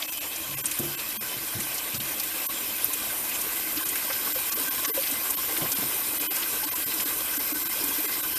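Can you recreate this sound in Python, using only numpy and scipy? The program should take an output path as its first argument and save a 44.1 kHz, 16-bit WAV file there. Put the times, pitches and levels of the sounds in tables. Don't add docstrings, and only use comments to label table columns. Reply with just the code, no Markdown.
import sys
import numpy as np
from scipy import signal
from scipy.fft import rfft, irfft
from scipy.io import wavfile
from scipy.ndimage import uniform_filter1d

SR = 44100
rng = np.random.default_rng(int(sys.argv[2]) if len(sys.argv) > 2 else 0)


def invert_db(level):
    return 10 ** (np.asarray(level, dtype=float) / 20)


def bounce(signal):
    frames = np.transpose(np.atleast_2d(signal))
    limited = np.clip(frames, -1, 1)
    pcm = np.round(limited * 32767).astype(np.int16)
    wavfile.write(sys.argv[1], SR, pcm)


N = 369558

# time in seconds, depth from 0 to 1.
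FILL_DEPTH = [(0, 0.06), (.6, 0.38), (1.3, 0.61), (2.5, 0.48), (4, 0.75), (6, 0.76), (8.4, 0.95)]
# frequency in Hz, relative level in dB per Hz.
SHALLOW_COLOUR = [(240, -45), (400, -15), (460, -19), (530, -2), (1280, -9), (1480, -8.5), (2160, -2.5),
                  (2940, -6), (3530, -5), (6740, -9.5), (8810, -6.5), (11500, -7.5), (15000, -19),
                  (22000, -120)]
# frequency in Hz, relative level in dB per Hz.
DEEP_COLOUR = [(240, -13.5), (400, -3), (537, -6.5), (654, -10.5), (1120, -4), (1400, -8), (1560, 0),
               (1770, -12), (2490, -8), (2860, -7.5), (6460, -9), (11500, -2.5), (15000, -21.5),
               (22000, -120)]
# frequency in Hz, width in Hz,
# relative level in dB while the water is shallow, relative level in dB once it is deep.
POT_RINGS = [(1030, 90, -4, 2), (1131, 49, -4, -1.5), (1557, 52, -5, 4.5), (2055, 83, -6.5, 5),
             (2460, 66, 2.5, 4), (2622, 60, 9.5, -3.5), (3030, 35, 5.5, -1.5), (3228, 50, 1.5, 0),
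             (3910, 80, -9, 2), (5216, 470, -3.5, 7.5), (5990, 19, 4, -8), (7520, 66, 2.5, 2),
             (8490, 130, -8, 3), (9490, 330, 5.5, 10), (10640, 230, -2, 2.5)]
# frequency in Hz, relative level in dB per Hz.
GURGLE_COLOUR = [(120, -14.5), (200, -11.5), (250, -5), (285, 5.5), (325, 6.5), (370, -10.5), (450, -7.5),
                 (535, -9), (620, -12.5), (800, -18)]
# frequency in Hz, relative level in dB per Hz.
HISS_COLOUR = [(6000, -41.5), (9000, -18.5), (11500, -38), (12000, -7.5), (14500, -8)]
# frequency in Hz, width in Hz, level in dB above the hiss.
MESH_WHISTLES = [(11985, 30, 4), (12120, 22, 4), (12241, 16, 8), (12315, 22, 5), (12645, 60, 3),
                 (13785, 60, 4), (14000, 100, 2)]
# frequency in Hz, relative level in dB per Hz.
RUMBLE_COLOUR = [(13, -40), (22, -8), (124, -4), (178, -11.5), (230, 0.5), (300, -15), (510, -120)]
# start in seconds, rms level in dB before the burst is shaped, centre in Hz.
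LOUD_SPRAYS = [(0.021, -26.5, 3180), (0.12, -33, 8300), (0.17, -31.5, 9090), (0.358, -29.5, 6660),
               (0.583, -28, 10200), (0.64, -36, 1520), (0.657, -22.5, 8000), (0.711, -25.5, 8150),
               (0.7133, -32, 2600), (0.7881, -22, 11500), (0.99, -32, 3030), (1.6, -26.5, 8450),
               (1.602, -34, 2580), (1.7419, -28, 9200), (1.778, -28, 5200), (1.943, -29.5, 5400),
               (2.001, -30.5, 2950), (2.196, -25.5, 10700), (2.196, -31, 4090), (2.233, -26.5, 10200),
               (2.464, -20, 11500), (2.85, -27, 11500), (2.932, -22.5, 8900), (3.29, -29.5, 11000),
               (3.314, -31.5, 2440), (3.3513, -35, 2560), (3.412, -26.5, 8560), (3.76, -25.5, 11600),
               (3.77, -28.5, 3970), (3.8, -39, 1500), (3.852, -25.5, 10500), (3.8871, -25, 8600),
               (3.954, -26, 8800), (3.954, -30, 1970), (4.1011, -29.5, 1440), (4.1275, -30.5, 4580),
               (4.327, -23, 8650), (4.519, -25.5, 5930), (4.595, -26, 11100), (4.845, -28.5, 2260),
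               (4.8494, -29.5, 5990), (5.0315, -30, 3060), (5.07, -30, 4240), (5.11, -26.5, 8400),
               (5.303, -20, 10400), (5.565, -27.5, 2670), (5.574, -25, 10700), (5.615, -35, 2520),
               (5.656, -32, 1480), (5.716, -23, 6200), (5.764, -33, 3220), (6.21, -28, 8560),
               (6.3599, -27, 8590), (6.365, -33, 2410), (6.422, -29, 2460), (6.428, -32, 3260),
               (6.634, -30.5, 3710), (6.6393, -29.5, 9950), (6.754, -31, 9410), (6.918, -32, 2050),
               (6.9376, -26.5, 10000), (6.997, -29, 2500), (7.004, -26, 7640), (7.365, -31, 8560),
               (7.838, -23, 10500), (7.8825, -27, 9350)]
# start in seconds, peak level in dB, length of the touch
# in seconds, hardness as the top frequency in Hz, dull thud in dB over the ring.
HAND_KNOCKS = [(0.452, -39.5, 0.11, 180, -26), (.796, -22, 0.02, 420, -2), (0.829, -32, 0.059, 503, 2),
               (1.171, -38, 0.05, 250, -3), (1.351, -32, 0.048, 400, 5), (1.544, -28.5, 0.047, 352, 0),
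               (1.929, -31, 0.086, 345, -3), (5.612, -26, 0.042, 510, 31), (5.786, -31, 0.014, 300, 12),
               (5.82, -35, 0.043, 300, 15)]
# frequency in Hz, relative level in dB, time to fade by 60 dB in seconds.
SINK_RINGS = [(127, -17, 0.27), (139.5, 2, 0.55), (230, 9.5, 0.053), (278, -10, 0.13), (342.5, -5, 0.54),
              (367, -3, 0.43), (515, -8, 0.26)]
# start in seconds, peak level in dB, pitch in Hz.
AIR_TICKS = [(0.657, -11, 8760), (0.7888, -15, 12300), (1.0899, -20, 12300), (2.8446, -8, 11550),
             (2.8453, -9, 13600), (4.8496, -16.5, 5990), (5.3078, -25, 12660), (5.5757, -17, 12300),
             (5.7198, -17, 12300), (7.8394, -22, 12200), (7.8624, -19, 12200), (7.8825, -19, 11900)]
# start in seconds, level in dB before fading, starting pitch in Hz.
LARGE_BUBBLES = [(2.491, -31, 1090), (2.902, -31, 1030), (3.768, -25.5, 308), (3.807, -32, 1030),
                 (3.93, -30, 1990), (4.099, -27.5, 534), (4.27, -32, 1116), (4.358, -24.5, 511),
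                 (4.518, -33, 1150), (4.571, -30, 440), (4.601, -28, 274), (4.781, -32, 1045),
                 (4.846, -29, 1103), (4.878, -28, 294), (4.895, -27.5, 436), (4.946, -30, 303),
                 (4.975, -18, 531), (5.119, -25, 282), (5.292, -32, 1030), (5.383, -32, 1030),
                 (5.58, -25, 320), (5.647, -28, 1030), (5.818, -25.5, 278), (6.204, -33, 295),
                 (6.628, -29, 857), (6.658, -26.5, 292), (6.735, -29.5, 980), (6.78, -29, 298),
                 (6.936, -28.5, 316), (7.054, -27.5, 292), (7.375, -25, 280), (7.519, -24, 293),
                 (7.554, -26.5, 304), (7.808, -26.5, 330), (7.837, -26, 290), (7.89, -25.5, 278),
                 (7.981, -24, 306), (8.04, -29.5, 413)]
# middle in seconds, nominal length in milliseconds.
DROPOUTS = [(.07, 12), (.112, 10), (.199, 14), (.56, 15), (.628, 18), (.965, 12), (1.191, 34), (1.99, 11),
            (2.478, 16), (3.846, 10), (4.337, 10), (4.507, 9), (4.551, 9), (4.699, 11), (4.87, 8),
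            (4.923, 31), (5.361, 11), (5.745, 9), (6.192, 10), (6.289, 31), (6.663, 9), (6.705, 12),
            (6.747, 10), (6.854, 10), (7.047, 10), (7.388, 10), (7.537, 10), (7.644, 11), (7.686, 10),
            (8.071, 10), (8.22, 9), (8.348, 10)]

# dB at the start, dB once settled.
SPLASH_DB, GURGLE_DB, HISS_DB = (-37, -34), (-48, -45), (-32, -25.5)
SETTLE_S = 4.54
POT_DB, BUBBLES_DB, FROTH_DB = -17, -17, -14.5
WANDER = 0.009
RUMBLE_DB = -56
HUM_HZ, HUM_DB = 60, -61
SPRAY_S, SPRAY_RISE_S = 0.012, 0.0016
SMALL_SPRAYS = 40
SMALL_SPRAY_DB, SMALL_SPRAY_HZ = (-42, -35), (1450, 11000)
BRIEF_S = 0.018
GLUG_T60_S = 0.084
DROPOUT_DB_PER_MS, DROPOUT_FLOOR_DB = -2.3, -36
DROPOUT_TOP_HZ = 11750
EDGE_HZ = 14270


def read(points, hz):
    f, value = np.transpose(points)
    return np.interp(np.log(hz + 1), np.log(f + 1), value)


def evened(x):
    return x / np.sqrt(np.mean(x ** 2) + 1e-20)


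def add(mix, s, sound):
    part = mix[round(s * SR):][:len(sound)]
    part += sound[:len(part)]


def band(x, lo_hz, hi_hz):
    return signal.sosfilt(signal.butter(2, [lo_hz, hi_hz], "band", fs=SR, output="sos"), x)


def depth():
    return np.interp(np.arange(N) / SR, *np.transpose(FILL_DEPTH))


def swell(start_db, settled_db):
    return invert_db(np.interp(np.arange(N) / SR, [0, SETTLE_S], [start_db, settled_db]))


def rush(spectrum, rings, patchy_db, surge_db):
    frames = N // 128 + 5
    real, imaginary, patches = rng.standard_normal((frames, 257, 3)).T
    patches = uniform_filter1d(patches, size=10, axis=0)
    patches = evened(uniform_filter1d(patches, size=12, axis=1))
    surge = evened(uniform_filter1d(rng.standard_normal(frames), size=10))
    z = (real + 1j * imaginary) * invert_db(patchy_db * patches + surge_db * surge)
    x = signal.istft(z, nperseg=512, noverlap=384)[1][:N]
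    hz = np.fft.rfftfreq(N, 1 / SR)
    lift = 1 + sum((invert_db(db) - 1) / (1 + (2 * (hz - f) / width) ** 2) for f, width, db in rings)
    return irfft(rfft(x) * invert_db(read(spectrum, hz)) * lift, N)


def splash():
    deep = depth()
    shallow = evened(rush(SHALLOW_COLOUR, [], patchy_db=3.0, surge_db=1.5))
    plunging = evened(rush(DEEP_COLOUR, [], patchy_db=2.5, surge_db=1.4))
    return swell(*SPLASH_DB) * (np.sqrt(1 - deep) * shallow + np.sqrt(deep) * plunging)


def pot():
    deep, out = depth(), np.zeros(N)
    for hz, width, shallow_db, deep_db in POT_RINGS:
        real, imaginary, fits = rng.standard_normal((3, N))
        drift = np.interp(np.arange(N), np.linspace(0, N, num=60), WANDER * fits[:60])
        fitful = invert_db(3.3 * evened(uniform_filter1d(fits, size=2200)))
        shake = (real + 1j * imaginary) * fitful
        r = np.exp(-np.pi * width / SR)
        slow = signal.lfilter([1 - r], [1, -r], shake)
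        ring = slow * np.exp(2j * np.pi * hz * np.cumsum(1 + drift) / SR)
        out += invert_db(shallow_db + deep * (deep_db - shallow_db)) * evened(ring.real)
    return swell(*SPLASH_DB) * invert_db(POT_DB) * out


def gurgle():
    return swell(*GURGLE_DB) * evened(rush(GURGLE_COLOUR, [], patchy_db=0.0, surge_db=2.0))


def hiss():
    return swell(*HISS_DB) * evened(rush(HISS_COLOUR, MESH_WHISTLES, patchy_db=-1.1, surge_db=0.3))


def bubble(hz, t60, rise):
    t = np.arange(round(t60 * SR) + 8) / SR
    tone = np.sin(2 * np.pi * hz * t * (1 + rise * t / t60))
    return tone * invert_db(-60 * t / t60) * (1 - np.exp(-t * hz * 0.65))


def fizz(lo_hz, hi_hz, cycles, per_s, spread_db, count):
    clumps = invert_db(3.5 * evened(uniform_filter1d(rng.standard_normal(N), size=1500)))
    out = np.zeros(N)
    for hz in np.geomspace(lo_hz, hi_hz, count):
        born = rng.random(N) < per_s / count / SR * clumps
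        loudness = invert_db(spread_db * np.minimum(rng.exponential(1, N), 4))
        out += signal.oaconvolve(born * loudness, bubble(hz, cycles / hz, rise=0.2))[:N]
    return evened(out)


def small_bubbles():
    bubbles = fizz(420, 4600, cycles=18, per_s=400, spread_db=6.0, count=24)
    return swell(*SPLASH_DB) * invert_db(BUBBLES_DB) * bubbles


def froth():
    bubbles = fizz(5500, 11000, cycles=6.3, per_s=620, spread_db=6.0, count=16)
    return swell(*SPLASH_DB) * invert_db(FROTH_DB) * bubbles


def rumble():
    return invert_db(RUMBLE_DB) * evened(rush(RUMBLE_COLOUR, [], patchy_db=1.9, surge_db=-2.2))


def hum():
    return invert_db(HUM_DB) * np.sin(2 * np.pi * HUM_HZ * np.arange(N) / SR)


def scattered(count, db_range, hz_range):
    when, loud, pitch = rng.random((count, 3)).T
    db = np.interp(loud, [0, 1], db_range)
    hz = hz_range[0] * (hz_range[1] / hz_range[0]) ** pitch
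    return list(zip(when * N / SR, db, hz))


def sprays():
    out, t = np.zeros(N), np.arange(4000) / SR
    rows = LOUD_SPRAYS + scattered(SMALL_SPRAYS, SMALL_SPRAY_DB, SMALL_SPRAY_HZ)
    shape = np.exp(-(t / SPRAY_S) ** 2) * (1 - np.exp(-t / SPRAY_RISE_S))
    for (s, db, hz), noise in zip(rows, rng.standard_normal((len(rows), 4000))):
        droplets = evened(band(noise, hz * 0.74, min(hz * 1.48, SR / 2.2)))
        add(out, s, invert_db(db) * shape * droplets)
    return out


def knocks():
    out, t = np.zeros(N), np.arange(SR // 2) / SR
    ring = sum(invert_db(db - 60 * t / t60) * np.sin(2 * np.pi * hz * t) for hz, db, t60 in SINK_RINGS)
    noises = rng.standard_normal((len(HAND_KNOCKS), SR // 2))
    for (s, db, length, hz, thud_db), noise in zip(HAND_KNOCKS, noises):
        rub = evened(noise * t / length * np.exp(-3 * t / length))
        blow = evened(t == 0)
        clean = np.exp(-(length / BRIEF_S) ** 2)
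        touch = band(clean * blow + (1 - clean) * rub, 94, hz)
        ringing = evened(signal.oaconvolve(ring, touch)[:len(t)])
        sound = ringing + invert_db(thud_db) * evened(touch)
        add(out, s, invert_db(db) * sound / abs(sound).max())
    return out


def ticks():
    out, t = np.zeros(N), np.arange(300) / SR
    shape = (1 - np.exp(-t / 0.00045)) * np.exp(-t / 0.00054)
    for s, db, hz in AIR_TICKS:
        burst = invert_db(db) * shape / shape.max() * np.sin(2 * np.pi * hz * t)
        add(out, s, burst)
        for delay, echo_db in [(.0021, -8), (.0075, -15)]:
            add(out, s + delay, invert_db(echo_db) * burst)
    return out


def glugs():
    out = np.zeros(N)
    for s, db, hz in LARGE_BUBBLES:
        add(out, s, invert_db(db) * bubble(hz, GLUG_T60_S, rise=.05))
    return out


def scene():
    water = splash() + pot() + gurgle() + hiss() + small_bubbles() + froth()
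    water += sprays() + ticks() + glugs()
    return np.tile(water + rumble() + hum() + knocks(), (2, 1))


def drop_out(x):
    hz, _, z = signal.stft(x, SR, nperseg=2048, noverlap=1536)
    stands_out = abs(z) > invert_db(8.3) * uniform_filter1d(abs(z), size=41, axis=0)
    kept = uniform_filter1d(stands_out * 1., size=3, axis=0) > 0
    is_top = (hz >= DROPOUT_TOP_HZ)[:, None]
    partials = signal.istft(z * kept * ~is_top, SR, nperseg=2048, noverlap=1536)[1][:N]
    top = signal.istft(z * is_top, SR, nperseg=2048, noverlap=1536)[1][:N]
    t, gain = np.arange(N) / SR, np.ones(N)
    for s, ms in DROPOUTS:
        low = invert_db(max(DROPOUT_DB_PER_MS * ms, DROPOUT_FLOOR_DB))
        edge = np.clip((abs(t - s) - ms / 2000 + .005) / .014, 0, 1)
        gain = np.minimum(gain, low + (1 - low) * np.sin(np.pi / 2 * edge) ** 2)
    return gain * x + (1 - gain) * (top + invert_db(1.0) * partials)


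def low_pass(x):
    return signal.sosfilt(signal.butter(12, 15370, fs=SR, output="sos"), x)


def record(dry):
    x = signal.lfilter(*signal.butter(1, 18, "high", fs=SR), dry[0])
    x = signal.oaconvolve(x, signal.firwin(1023, EDGE_HZ, window=("kaiser", 8), fs=SR), "same")
    mix = np.tile(drop_out(x), (2, 1))
    return low_pass(mix)


dry = scene()
out = record(dry)
bounce(out)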